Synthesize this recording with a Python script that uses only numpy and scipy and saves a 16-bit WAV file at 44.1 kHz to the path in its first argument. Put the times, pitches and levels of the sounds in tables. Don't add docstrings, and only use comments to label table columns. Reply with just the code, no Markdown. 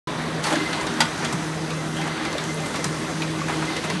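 import sys
import numpy as np
from scipy import signal
from scipy.io import wavfile

SR = 44100
rng = np.random.default_rng(int(sys.argv[2]) if len(sys.argv) > 2 else 0)


def transcribe(signal):
    frames = np.atleast_2d(signal).T
    limited = np.clip(frames, -1, 1)
    pcm = np.round(limited * 32767).astype(np.int16)
    wavfile.write(sys.argv[1], SR, pcm)


N = 176400
START_S = 0.072


def amp(db):
    return 10 ** (np.asarray(db) / 20)


def rms_one(x):
    return x / np.sqrt(np.mean(x ** 2) + 1e-20)


def in_time(rows):
    s, *columns = np.transpose(rows)
    return [np.interp(np.arange(N) / SR, s, c) for c in columns]


def drift(rate_hz):
    step = 40
    pole = np.exp(-2 * np.pi * rate_hz * step / SR)
    noise = rng.standard_normal(N // step + 2002)
    slow = signal.lfilter([1], [1, -2 * pole, pole * pole], noise)[2000:]
    return np.interp(np.arange(N) / step, np.arange(len(slow)), rms_one(slow - slow.mean()))


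def band(x, low_hz, high_hz):
    return signal.sosfilt(signal.butter(2, [low_hz, high_hz], "band", fs=SR, output="sos"), x)


def ring(clicks, hz, t60_s):
    r, w = amp(-60 / (t60_s * SR)), 2 * np.pi * hz / SR
    return signal.lfilter([0, np.sin(w)], [1, -2 * r * np.cos(w), r * r], clicks + 1e-18)


def dying_tone(t, hz, db, t60_s, rise_s):
    return amp(db - 60 * t / t60_s) * (1 - np.exp(-t / rise_s)) * np.sin(2 * np.pi * hz * t)


def add(out, s, sound):
    i = int(s * SR)
    out[i:i + len(sound)] += sound[:N - i]


# (frequency [Hz], level [dB], t60 [s])
FADING_RING = (1007, -26, .42)


def fading_ring():
    out, t = np.zeros(N), np.arange(SR // 2) / SR
    hz, db, t60_s = FADING_RING
    add(out, START_S, dying_tone(t, hz, db, t60_s, rise_s=0.00052))
    return out


PULSE_HZ, PULSE_WANDER = 79, 0.00412
HUM_WAVER_DB, FOURTH_FLUTTER_DB = 4, 2.5
# (time [s], level [dB rms])
HUM_SECOND = [(0.08, -36), (0.44, -31.5), (0.81, -44), (0.84, -62), (1.03, -29.5), (1.13, -48), (1.25, -32),
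              (1.3, -39), (1.35, -32.5), (2.12, -32), (2.16, -50), (2.57, -30), (2.61, -34), (2.75, -42),
              (2.87, -29.5), (3.02, -38.5), (3.21, -29.5), (3.65, -30), (3.72, -50), (3.86, -34),
              (3.91, -42.5), (4.0, -34)]
# (time [s], level [dB rms])
HUM_THIRD = [(0.1, -55), (0.15, -36), (0.78, -47), (1.04, -27.5), (1.1, -55), (1.29, -33), (1.42, -57),
             (2.14, -42), (3.92, -45), (4.0, -50)]
# (time [s], level [dB rms])
HUM_FOURTH = [(0.1, -55), (0.29, -31.5), (0.34, -52), (0.54, -35.5), (0.95, -40), (2.23, -36.5),
              (2.35, -60), (2.51, -33), (2.55, -62), (2.84, -35.5), (3.39, -35.5), (3.42, -55),
              (3.5, -35.5), (3.71, -34), (3.91, -51), (4.0, -26.5)]
# (multiple, level [dB rms])
HUM_ORDERS = [(5, -45.5), (6, -53)]


def pump():
    phase = 2 * np.pi * np.cumsum(PULSE_HZ * (1 + PULSE_WANDER * drift(2.7))) / SR
    second_db, third_db, fourth_db = in_time(HUM_SECOND)[0], in_time(HUM_THIRD)[0], in_time(HUM_FOURTH)[0]
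    hum = amp(second_db) * np.sin(2 * phase)
    hum += amp(third_db) * np.sin(3 * phase + 2)
    hum += amp(fourth_db + FOURTH_FLUTTER_DB * drift(12)) * np.sin(4 * phase + 1)
    for multiple, db in HUM_ORDERS:
        level = amp(db + HUM_WAVER_DB * drift(2.7))
        hum += level * np.sin(round(multiple) * phase + rng.uniform(0, 2 * np.pi))
    return np.sqrt(2) * hum


ROAR_BASS_DB = -32.5
# (frequency [Hz], density [dB per Hz])
ROAR_COLOUR = [(15, -63), (25, -33), (76, -14), (124, -12.5), (156, -5), (192, -6.5), (236, -9), (283, -7),
               (313, -5.5), (360, -9), (430, -16), (600, -16), (800, -17.5), (1000, -16), (1400, -17),
               (2050, -20), (2500, -30), (2900, -30.5), (3500, -29), (4200, -32.5), (5000, -29.5),
               (6000, -28), (7000, -33.5), (8500, -32.5), (9600, -36), (10500, -39), (11500, -54),
               (12500, -90)]
# (time [s], 0.6-2.3 kHz level [dB rms], 2.3-5 kHz level [dB rms], above 5 kHz level [dB rms])
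ROAR_LEVEL = [ (.08, -33.5, -39.5, -44.5), (.25, -33.5, -39.5, -45), (.42, -33.5, -39.5, -44.5),
              (.45, -26.5, -33, -34.5), (.62, -31.5, -34.5, -40.5), (.84, -30.5, -37.5, -42),
              (1.17, -31.5, -38.5, -40), (1.36, -32.5, -40.5, -40), (1.6, -36, -41, -41.5),
              (1.85, -35.5, -42.5, -43), (2.0, -36, -42, -41.5), (2.19, -31, -36.5, -43),
              (2.45, -35, -39, -40.5), (2.61, -36, -40, -40.5), (3.0, -34.5, -39.5, -40),
              (3.4, -36.5, -40, -41), (3.68, -33, -35.5, -40), (4.0, -35, -37, -42)]


def roar(patchy_db, shared_db):
    levels_db = [ROAR_BASS_DB] + in_time(ROAR_LEVEL)
    zones, together = np.zeros((4, N)), drift(12)
    edges_hz = 22 * 2 ** np.arange(0, 9.3, 1 / 4)
    white = rng.standard_normal((2, N))
    colour_hz, colour_db = np.transpose(ROAR_COLOUR)
    for k, (low, high) in enumerate(zip(edges_hz, edges_hz[1:])):
        hz = np.sqrt(low * high)
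        db = np.interp(np.log(hz), np.log(colour_hz), colour_db)
        zone = int(hz > 600) + int(hz > 2300) + int(hz > 5000)
        flicker_db = shared_db * together + patchy_db * drift(6.2)
        zones[zone] += amp(db + flicker_db) * band(white[k % 2], low, high)
    return sum(amp(db) * rms_one(zone) for db, zone in zip(levels_db, zones))


TICK_SPREAD_DB = 3
LINKS_PER_S, LINKS_DB, LINKS_CYCLES = 500, -50, 100
CLATTER_PER_S, CLATTER_DB, CLATTER_CYCLES, CLATTER_CLUMP_DB = 300, -36, 88, 4


def ticks(per_s, db, cycles, low_hz, high_hz, clump_db):
    spread_db = TICK_SPREAD_DB * np.minimum(rng.exponential(1, N), 3)
    sizes = amp(spread_db) * rng.choice([-1, 1], N)
    born = rng.random(N) < per_s * amp(clump_db * drift(8)) / SR
    pitches_hz, dealt = np.geomspace(low_hz, high_hz, 24), rng.integers(0, 24, N)
    rattle = np.zeros(N)
    for k, hz in enumerate(pitches_hz):
        rattle += ring(sizes * born * (dealt == k), hz, cycles / hz)
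    return amp(db) * rms_one(rattle)


GEAR_HZ = 2063
WHINE_WAVER_DB, WHINE_ROUGH_RAD = 2.5, 0.9
# (time [s], level [dB rms])
GEAR_WHINE = [(0.1, -66), (0.69, -38), (0.84, -51), (0.87, -49), (1.86, -53), (2.04, -41.5), (2.45, -46),
              (2.7, -41), (2.85, -52), (2.97, -45.5), (3.93, -47.5), (4.0, -52)]
# (frequency [Hz], level [dB rms])
WHINES = [(1810, -53), (1938, -53), (4000, -58), (4813, -60), (5895, -56), (6105, -57)]


def rough_tone(hz):
    t = np.arange(N) / SR
    return np.sqrt(2) * np.sin(2 * np.pi * hz * t + WHINE_ROUGH_RAD * drift(5.3))


def whines():
    out = amp(in_time(GEAR_WHINE)[0] + 2 * WHINE_WAVER_DB * drift(15)) * rough_tone(GEAR_HZ)
    for hz, db in WHINES:
        out += amp(db + WHINE_WAVER_DB * drift(3.3)) * rough_tone(hz)
    return out


TIP_T60_S, TIP_GAIN_DB = 0.023, -5
TIP_WIDTH = 0.24
# (time [s], peak level before TIP_GAIN_DB [dB], centre frequency [Hz])
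TIPS = [(0.3408, -34, 6100), (0.4406, -32, 7360), (0.5164, -27, 5600), (0.7285, -32, 6620),
        (0.8092, -22, 5970), (0.8312, -26, 8340), (0.8656, -25, 6690), (0.938, -22, 6270),
        (1.003, -19, 6660), (1.1754, -22, 5900), (1.2452, -21, 6140), (1.325, -20, 6220),
        (1.4423, -27, 5890), (1.6207, -26, 5570), (1.7042, -39, 5890), (1.9671, -28, 7780),
        (2.2325, -31, 5650), (2.3274, -21, 6100), (2.38, -28, 6750), (2.439, -18.5, 6900),
        (2.4899, -27, 5520), (2.5428, -22.5, 9200), (2.6026, -25, 5980), (2.6685, -31, 9440),
        (2.7408, -31, 7460), (2.7563, -25, 6000), (2.8423, -9, 6370), (2.9268, -23, 5900),
        (3.2182, -34, 5900), (3.4836, -33, 7730), (3.763, -29, 6710), (3.8388, -30, 6050),
        (3.8997, -36, 6100), (3.9571, -31, 5900)]


def tips():
    out, t = np.zeros(N), np.arange(SR // 10) / SR
    for s, db, hz in TIPS:
        burst = rng.standard_normal(len(t)) * amp(-60 * t / TIP_T60_S)
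        burst = band(burst, hz / (1 + TIP_WIDTH), hz * (1 + TIP_WIDTH))
        add(out, s, amp(db + TIP_GAIN_DB) * burst / np.abs(burst).max())
    return out


KNOCK_ATTACK_S = 0.0019
KNOCK_EDGE_FASTER, KNOCK_BODY_T60_SHARE = 1.48, 0.77
KNOCK_RING_WIDTH_HZ, KNOCK_RING_DB = 420, 0
SNAP_DB, SNAP_T60_S = 5, 0.02
MIDDLE_RMS_DB = -9.5
# (time [s], nominal middle peak level [dB], body level [dB rms],
# edge level [dB rms], ring centre frequency [Hz], t60 of the middle [s])
KNOCKS = [(0.43, -32, -33, -36, 3120, 0.17), (0.4385, -16, -38, -29, 4570, 0.18),
          (0.4641, -23, -21.5, -30.5, 4300, 0.17), (0.504, -37, -22, -33, 2090, 0.14),
          (0.5247, -18.5, -23.5, -31, 3220, 0.17), (0.5548, -15, -31, -47, 1970, 0.085),
          (0.7292, -17, -25.5, -48, 3970, 0.14), (0.8104, -26, -38, -36, 2340, 0.13),
          (0.8669, -16.5, -29, -46, 3700, 0.11), (1.004, -6, -12, -20.5, 3400, 0.13),
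          (1.2212, -31, -26.5, -50, 2070, 0.41), (1.2471, -15, -23, -30.5, 3300, 0.1),
          (1.3255, -30, -18.5, -25, 2310, 0.076), (1.7031, -19, -45, -53, 2400, 0.12),
          (1.9664, -27, -31, -43, 3220, 0.13), (2.0126, -20.5, -40, -45, 2090, 0.14),
          (2.0752, -22, -33, -44, 2440, 0.1), (2.2498, -17.5, -26, -40, 2340, 0.087),
          (2.3282, -28, -34, -43, 2610, 0.18), (2.38, -16.5, -27, -40, 3780, 0.069),
          (2.6582, -26, -27, -34, 2050, 0.13), (2.7394, -23, -24.5, -48, 2060, 0.17),
          (2.7551, -20.5, -30, -34, 2210, 0.19), (2.8414, -24, -22.5, -30, 4060, 0.17),
          (3.2187, -16, -26, -50, 2480, 0.094), (3.482, -33, -23.5, -38, 2060, 0.31),
          (3.6218, -30, -22.5, -46, 2120, 0.11), (3.7648, -14.5, -34, -50, 2050, 0.093),
          (3.8403, -26, -26.5, -35, 2400, 0.19), (3.899, -14.5, -24.5, -41, 2120, 0.093)]


def knocks():
    out, t = np.zeros(N), np.arange(SR // 3) / SR
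    for s, middle_db, body_db, edge_db, hz, t60_s in KNOCKS:
        noise = rng.standard_normal((4, len(t)))
        rise, fall_db = 1 - np.exp(-t / KNOCK_ATTACK_S), -60 * t / t60_s
        half_hz = KNOCK_RING_WIDTH_HZ / 2
        ringing = rms_one(band(noise[3], hz - half_hz, hz + half_hz))
        middle = rms_one(rms_one(band(noise[0], 2300, 4800)) + amp(KNOCK_RING_DB) * ringing)
        snap = amp(SNAP_DB - 60 * t / SNAP_T60_S) * rms_one(band(noise[1], 1500, 7000))
        edge = amp(edge_db + fall_db * KNOCK_EDGE_FASTER) * rms_one(band(noise[1], 4750, 9200))
        body = amp(body_db + fall_db / KNOCK_BODY_T60_SHARE) * rms_one(band(noise[2], 510, 1950))
        front = amp(middle_db + MIDDLE_RMS_DB) * (amp(fall_db) * middle + snap)
        add(out, s, rise * (front + edge + body))
    return out


THUD_RISE_S = 0.004
THUD_WIDTH, THUD_TONE_DB = 0.12, -0.5
# (time [s], rumble level [dB rms], frequency [Hz], t60 [s])
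THUDS = [(.455, -23, 944, 0.23), (.51, -20.5, 301, 0.55), (.517, -19, 824, 0.12), (.52, -23, 598, 0.18),
         (.55, -25, 1660, 0.11), (.768, -30, 947, 0.22), (1.336, -21, 157.5, 0.16), (1.97, -35, 1590, 0.8),
         (1.974, -37, 3200, 0.34), (1.985, -33, 792, 0.61), (2.347, -23.5, 587, 0.16),
         (2.632, -29, 1314, 0.089), (2.74, -27.5, 1134, 0.17), (2.852, -22, 155, 0.18),
         (3.412, -24, 1143, .08), (3.486, -22, 865, 0.093), (3.766, -26, 470, 0.12),
         (3.881, -27.5, 451, .15), (3.895, -23, 1082, 0.086), (3.93, -28.5, 175, 0.47)]


def thuds():
    out, t = np.zeros(N), np.arange(SR // 2) / SR
    for s, db, hz, t60_s in THUDS:
        noise = rng.standard_normal(len(t))
        rumble = rms_one(band(noise, hz / (1 + THUD_WIDTH), hz * (1 + THUD_WIDTH)))
        struck = amp(THUD_TONE_DB) * np.sin(2 * np.pi * hz * t)
        add(out, s, amp(db - 60 * t / t60_s) * (1 - np.exp(-t / THUD_RISE_S)) * (rumble + struck))
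    return out


CRACK_DB, CRACK_T60_S = -15, 0.035
# (time [s], reference level of its modes [dB])
CLACK = (1.0047, -14)
# (frequency [Hz], level relative to the clack [dB], t60 [s])
CLACK_MODES = [(902, -2.5, 0.15), (940, -4, 0.13), (1195, -10, 0.25), (1458, -13.5, 0.25),
               (1963, 2.5, 0.065), (3300, -0.5, 0.045), (4830, 0, 0.069)]


def clack():
    out, t = np.zeros(N), np.arange(SR // 2) / SR
    s, clack_db = CLACK
    for hz, db, t60_s in CLACK_MODES:
        add(out, s, dying_tone(t, hz, clack_db + db, t60_s, rise_s=0.0013))
    noise = rms_one(band(rng.standard_normal(len(t)), 1300, 7800))
    add(out, s, amp(CRACK_DB - 60 * t / CRACK_T60_S) * noise)
    return out


SHOP_T60_S, SHOP_DB = 0.27, -15.5


def shop(x):
    t = np.arange(SR // 2) / SR
    tail = band(rng.standard_normal(len(t)), 340, 12000) * amp(-60 * t / SHOP_T60_S) * (t > 0.012)
    return signal.fftconvolve(x, tail / np.sqrt(np.sum(tail ** 2)))[:N]


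def scene():
    links = ticks(LINKS_PER_S, LINKS_DB, LINKS_CYCLES, 2500, 10000, clump_db=3)
    cams = ticks(CLATTER_PER_S, CLATTER_DB, CLATTER_CYCLES, 420, 2600, CLATTER_CLUMP_DB)
    hits = fading_ring() + links + cams + tips() + knocks() + thuds() + clack()
    steady = pump() + roar(patchy_db=1.0, shared_db=0.4) + whines()
    return (hits + amp(SHOP_DB) * shop(hits) + steady)[None]


PEAK_TOP, CUTOFF_HZ = 0.9, 11850


def record(dry):
    rounded = PEAK_TOP * np.tanh(dry / PEAK_TOP)
    cut = signal.sosfilt(signal.ellip(12, 0.5, 75, CUTOFF_HZ, fs=SR, output="sos"), rounded)
    return cut * np.clip((np.arange(N) / SR - START_S) / 0.0011, 0, 1)


dry = scene()
out = record(dry)
transcribe(out)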